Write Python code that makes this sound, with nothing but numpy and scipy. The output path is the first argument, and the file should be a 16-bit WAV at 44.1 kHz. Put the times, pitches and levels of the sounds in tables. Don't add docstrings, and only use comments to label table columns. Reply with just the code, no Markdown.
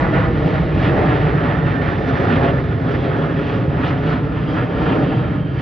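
import sys
import numpy as np
from scipy import signal
from scipy.fft import rfft, irfft, next_fast_len
from scipy.io import wavfile

SR = 44100
rng = np.random.default_rng(int(sys.argv[2]) if len(sys.argv) > 2 else 0)


def to_wav(s):
    ch = np.atleast_2d(s).T
    pcm = np.round(np.clip(ch, -1, 1) * 32767)
    wavfile.write(sys.argv[1], SR, pcm.astype(np.int16))


def volts_from_decibels(level):
    exponent = np.asarray(level, float) / 20
    return 10 ** exponent


N = 247401

# (frequency [Hz], relative level per Hz [dB])
EXHAUST_SPECTRUM = [(15, -49), (32, -22), (58, 0.5), (100, -1), (125, -.5), (155, 0.5), (200, -5),
                    (310, -6), (560, -11.5), (800, -15.5), (1020, -20.5), (1300, -18), (1450, -19),
                    (1600, -21.5), (1780, -21.5), (2100, -26.5), (2500, -29.5), (3300, -34), (4100, -42.5),
                    (5100, -50), (6300, -60.5), (7500, -77.5)]
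# (time [s], relative level [dB])
UPPER_SWELL = [(0, 10.5), (.1, 3), (.2, 6.5), (.34, -2.5), (.53, 1.5), (.67, -5), (.86, 2.5), (.96, 5),
               (1.12, 5), (1.22, -0.5), (1.29, 5), (1.36, 0.5), (1.48, 5), (1.58, 1), (1.88, 3),
               (2.02, -2.5), (2.15, 4), (2.31, 5.5), (2.39, 4.5), (2.47, 4.5), (2.66, -2), (2.81, -4.5),
               (2.91, 1.5), (3.0, -4.5), (3.25, 3), (3.39, -3.5), (3.51, 1), (3.69, -5), (3.86, 6),
               (4.0, -4.5), (4.12, 5.5), (4.22, -4.5), (4.3, -4.5), (4.44, -4), (4.59, 4), (4.7, -4),
               (4.9, 6.5), (5.03, -2.5), (5.19, -0.3), (5.3, -2), (5.48, -10), (5.61, -1)]
# (time [s], relative level [dB])
TREBLE_LEVEL = [(0.0, -38.5), (0.12, -41), (0.14, -34), (0.23, -38), (0.3, -44.5), (0.55, -37.5),
                (0.64, -45.5), (0.83, -35), (0.84, -31), (0.94, -40.5), (1.11, -34), (1.23, -38.5),
                (1.31, -35.5), (1.34, -41.5), (1.5, -38), (1.64, -45), (1.67, -38), (1.78, -43.5),
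                (1.87, -37.5), (2.02, -44.5), (2.16, -39), (2.22, -40.5), (2.34, -32.5), (2.4, -39),
                (2.48, -33.5), (2.53, -42.5), (2.86, -46.5), (2.89, -41), (3.44, -41.5), (3.47, -39),
                (3.69, -46.5), (3.77, -41.5), (3.86, -33), (3.94, -41), (4.03, -44.5), (4.11, -35.5),
                (4.23, -46.5), (4.58, -39.5), (4.69, -45.5), (4.91, -34.5), (5.0, -44.5), (5.06, -38.5),
                (5.52, -48.5), (5.61, -39.5)]
# (time [s], relative level [dB])
LOW_ROAR_LEVEL = [(0.0, -23), (0.25, -24), (0.45, -21), (0.7, -24.5), (1.03, -17.5), (1.2, -21),
                  (1.79, -25.5), (2.11, -22), (2.44, -18), (2.67, -27.5), (3.05, -20), (3.35, -25),
                  (3.56, -23), (4.36, -26.5), (4.69, -24), (4.97, -17.5), (5.18, -24.5), (5.6, -29.5)]
# (time [s], relative level [dB])
RUMBLE_LEVEL = [(0.0, -22), (0.64, -20.5), (1.53, -22.5), (2.4, -22), (3.39, -23.5), (4.26, -22),
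                (4.63, -23.5), (5.6, -22.5)]
# (time [s], relative level [dB])
HISS_LEVEL = [(0.0, -51.5), (0.09, -57.5), (0.19, -53.5), (0.31, -60.5), (0.47, -52), (0.72, -60),
              (0.86, -49.5), (0.9, -54), (1.56, -57.5), (2.06, -54), (2.09, -48.5), (2.11, -55),
              (2.17, -51.5), (2.45, -53.5), (2.76, -61), (2.92, -53), (2.98, -58), (3.05, -53),
              (3.14, -62.5), (3.19, -56.5), (3.34, -58), (3.51, -52.5), (3.66, -61), (3.81, -58),
              (3.88, -49), (3.92, -58), (3.97, -59.5), (4.12, -52), (4.16, -58.5), (4.23, -63.5),
              (4.47, -60), (4.5, -54.5), (4.67, -60), (4.87, -54), (5.52, -66.5), (5.61, -56.5)]
# (frequency [Hz], share of swell [ratio], share of low roar [ratio],
# share of rumble [ratio], share of eddy flicker [ratio], gain seen from astern [dB],
# share of treble [ratio], share of topmost hiss [ratio])
BAND_FOLLOW = [(45, 0.01, 0.01, 1.8, 0.01, -4, 0, 0), (90, 0.01, 0.01, 1.8, 0.01, 1, 0.076, 0),
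               (179, 0.054, 0.085, 0.65, .05, 0.5, 0, 0), (258, 0.046, 0.71, 0.23, 0.18, 2, 0.18, 0),
               (387, 0.032, .9, .05, 0.17, -1, 0, 0.017), (724, 0.52, 0.7, 0.01, 0.68, -0.8, 0, 0.23),
               (1030, 0.82, 0.22, .01, 0.37, -2, 0, 0), (1440, 1.0, .05, 0.01, 0.96, 0.5, 0, 0),
               (1900, 0.71, .01, 0.01, .8, 1, 0.83, 0.19), (2050, 0.37, .01, .01, 0.73, -3, 0.62, 0),
               (2900, 0.046, .01, 0.01, 0.48, 1.5, 0.94, 0.15), (4100, .05, .01, .01, 0.3, -1, 0.45, .55),
               (5800, .05, .01, 0.01, 0.3, 0.3, 0.15, 0.8)]
# (time [s], frequency [Hz])
BLADE_RATE = [(0, 1975), (.15, 1960), (1.1, 1880), (1.65, 1813), (2.2, 1748), (2.6, 1724), (3.0, 1686),
              (3.45, 1648), (4.1, 1617), (4.55, 1592), (4.85, 1571), (5.3, 1568), (5.61, 1561)]
# (time [s], 1st harmonic [dB], 2nd harmonic [dB], 3rd harmonic [dB])
FAN_LEVELS = [(0, -50, -66, -84), (.15, -40, -67, -84), (.35, -48, -68, -84), (1.1, -41, -66, -82),
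              (1.45, -44, -66, -80), (1.65, -39, -55, -78), (2.0, -41, -58, -76), (2.2, -41, -52, -74),
              (2.7, -47, -60, -76), (2.95, -47, -54, -74), (3.3, -47, -57, -72), (3.5, -47, -51, -70),
              (3.65, -50, -62, -72), (4.35, -50, -59, -70), (4.5, -50, -50, -62), (4.68, -50, -58, -65),
              (4.85, -50, -48, -63), (5.2, -47, -49.5, -63), (5.4, -46, -51, -73), (5.5, -48, -50.5, -68),
              (5.61, -48, -50, -58)]
# (time [s], lag [ms])
GROUND_DELAY = [(0, 6.05), (.8, 6.4), (2.0, 7.15), (2.8, 7.3), (3.5, 7.1), (4.3, 6.65), (5.61, 6.4)]
# (frequency [Hz], left over right [dB], left lead [rad], share common to both [0-1])
PORT_BALANCE = [(30, 0.1, 0.01, .97), (150, -1.2, .1, .96), (480, 0.1, .25, .85), (700, -1.5, .95, .85),
                (900, 4.1, 1.2, .75), (1010, 3.5, .8, .3), (1060, 1.1, .1, .5), (1200, -2, .5, .65),
                (1300, -3.5, .9, .7), (1400, -5, 1.45, .75), (1500, -6.5, 2.1, .8), (1590, -7, 2.5, .8),
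                (1645, -7, 2.5, .8), (1670, -8, -.15, .86), (1800, -8, -.1, .88), (2050, -5.5, .01, .9),
                (2500, -2.5, .24, .95), (3000, -1, .28, .95), (3400, -.3, .2, .96), (3900, 0, .03, .997),
                (4800, 0, 0, 1), (5150, 0, 0, 1), (5220, 0, -.4, .97), (5750, 0, -1.05, .9),
                (6300, 0, -.9, .86), (7400, 0, -1.5, .6)]
# (frequency [Hz], left over right [dB], left lead [rad])
BALANCE_SHIFT = [(600, 0, 0), (900, -3, .2), (1000, -4, .9), (1100, -.5, .4), (1300, .1, .45),
                 (1500, -1.8, .05), (1640, -1.5, -.15), (1800, -2.5, -.1), (2600, 0, 0)]
# (time [s], amount [-1 to 1])
DIRECTION_SWING = [(0, -0.42), (1.05, 0.019), (1.75, 0.95), (2.45, 0.92), (3.15, 0.15), (3.85, -0.28),
                   (4.5, -1), (5.61, -0.49)]


def exhaust(shared_db, own_db):
    roar_db = -17
    eddy_hz, rasp_hz, own_hz = 14, 90, 13.2
    rasp_db, rasp_follows_swell = 1.3, 0.6
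    size = next_fast_len(N)
    hz = np.arange(size // 2 + 1) * SR / size
    colour_db, = at_hz(EXHAUST_SPECTRUM, hz)
    noise = rfft(rng.standard_normal((3, size))) * volts_from_decibels(colour_db)

    swell_db = swing(UPPER_SWELL)
    eddies = shared_db * drift(eddy_hz)
    rasp = rasp_db * volts_from_decibels(rasp_follows_swell * swell_db) * drift(rasp_hz)
    controls = np.array([swell_db, swing(LOW_ROAR_LEVEL), swing(RUMBLE_LEVEL), eddies + rasp,
                         astern(), swing(TREBLE_LEVEL), swing(HISS_LEVEL)])

    roars = np.zeros((3, N))
    for centre_hz in 32 * 2 ** np.arange(0, 8.6, 0.5):
        octaves = np.log2((hz + 1e-9) / centre_hz)
        band = np.where(abs(octaves) < 0.5, np.cos(np.pi * octaves) ** 2, 0)
        shares = np.array(at_hz(BAND_FOLLOW, centre_hz))
        level_db = shares @ controls + own_db * drift(own_hz)
        roars += volts_from_decibels(level_db) * irfft(noise * band, size)[:, :N]
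    return volts_from_decibels(roar_db) * rms_one(roars)


def astern():
    speed_m_per_s, closest_m, closest_s = 90, 400, 1.5
    along_m = speed_m_per_s * (np.arange(N) / SR - closest_s)
    return along_m / np.hypot(along_m, closest_m)


def fan(waver_db):
    blur_hz, blurred_share = (20, 12, 45), (0.65, 0.3, 0.9)
    waver_hz, follows_swell = 5.0, 0.25
    blade_hz, = in_time(BLADE_RATE)
    phase = 2 * np.pi * np.cumsum(blade_hz) / SR
    whine = np.zeros(N)
    for k, level_db in enumerate(in_time(FAN_LEVELS)):
        blur = drift(blur_hz[k]) + 1j * drift(blur_hz[k])
        steady = np.sqrt(2 * (1 - blurred_share[k]))
        carrier = steady + np.sqrt(blurred_share[k]) * blur
        tone = np.real(carrier * np.exp(1j * (k + 1) * phase))
        whine += volts_from_decibels(level_db + waver_db * drift(waver_hz)) * tone
    return volts_from_decibels(follows_swell * swing(UPPER_SWELL)) * whine


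def ground(direct):
    echo_db, cut_hz = -7.5, 1530
    lag_ms, = in_time(GROUND_DELAY)
    samples = np.arange(N)
    late = np.interp(samples - lag_ms * SR / 1000, samples, direct)
    keep = np.exp(-2 * np.pi * cut_hz / SR)
    return volts_from_decibels(echo_db) * signal.lfilter([1 - keep], [1, -keep], late)


def ports(common, scattered, shift):
    dip_hz, dip_shift_hz, dip_width_hz, dip_db = 1640, 20, 35, -1.5
    top_hz = 7600
    size = next_fast_len(N + 4096)
    hz = np.arange(size // 2 + 1) * SR / size
    over_db, lead, share = at_hz(PORT_BALANCE, hz)
    added_db, added_lead = at_hz(BALANCE_SHIFT, hz)
    over_db = over_db + shift * added_db
    lead = lead + shift * added_lead
    share = np.clip(share, 0, 1)

    side = np.array([[0.5], [-0.5]])
    shared_wave = np.sqrt(share) * rfft(common, size) * np.exp(1j * side * lead)
    own_wave = np.sqrt(1 - share) * rfft(scattered, size)
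    offset = (hz - dip_hz - dip_shift_hz * shift) / dip_width_hz
    right_db = dip_db * np.exp(-offset ** 2)
    gain = volts_from_decibels(side * over_db + [[0], [1]] * right_db)
    return irfft((shared_wave + own_wave) * gain * (hz < top_hz), size)[:, :N]


def bass_image(dry):
    image_db, bass_cut_hz, carrier_hz = -68, 370, 9600
    lowpass = signal.butter(6, bass_cut_hz, fs=SR, output="sos")
    bass = signal.sosfilt(lowpass, dry.mean(axis=0))
    return volts_from_decibels(image_db) * bass * 2 * np.cos(2 * np.pi * carrier_hz * np.arange(N) / SR)


def rms_one(x):
    return x / np.sqrt(np.mean(x ** 2) + 1e-20)


def in_time(rows):
    s, *columns = np.transpose(rows)
    return [np.interp(np.arange(N) / SR, s, c) for c in columns]


def at_hz(points, hz):
    f, *columns = np.transpose(points)
    return [np.interp(np.log(hz + 1e-9), np.log(f), c) for c in columns]


def swing(rows):
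    level_db, = in_time(rows)
    return level_db - level_db.mean()


def drift(rate_hz):
    step = 40
    r = np.exp(-2 * np.pi * rate_hz * step / SR)
    noise = rng.standard_normal(N // step + 2002)
    slow = signal.lfilter([1], [1, -2 * r, r * r], noise)[2000:]
    return np.interp(np.arange(N) / step, np.arange(len(slow)), rms_one(slow))


def scene():
    common, *scattered = exhaust(shared_db=1.1, own_db=0.82)
    direct = common + fan(waver_db=0.6)
    heard = direct + ground(direct)
    direction, = in_time(DIRECTION_SWING)
    blend = np.clip((1 + direction) / 2, 0, 1)
    return blend * ports(heard, scattered, 1) + (1 - blend) * ports(heard, scattered, -1)


def low_pass(x):
    return signal.sosfilt(signal.butter(12, 10300, fs=SR, output="sos"), x)


def record(dry):
    mix = dry + bass_image(dry)
    return low_pass(mix)


dry = scene()
out = record(dry)
to_wav(out)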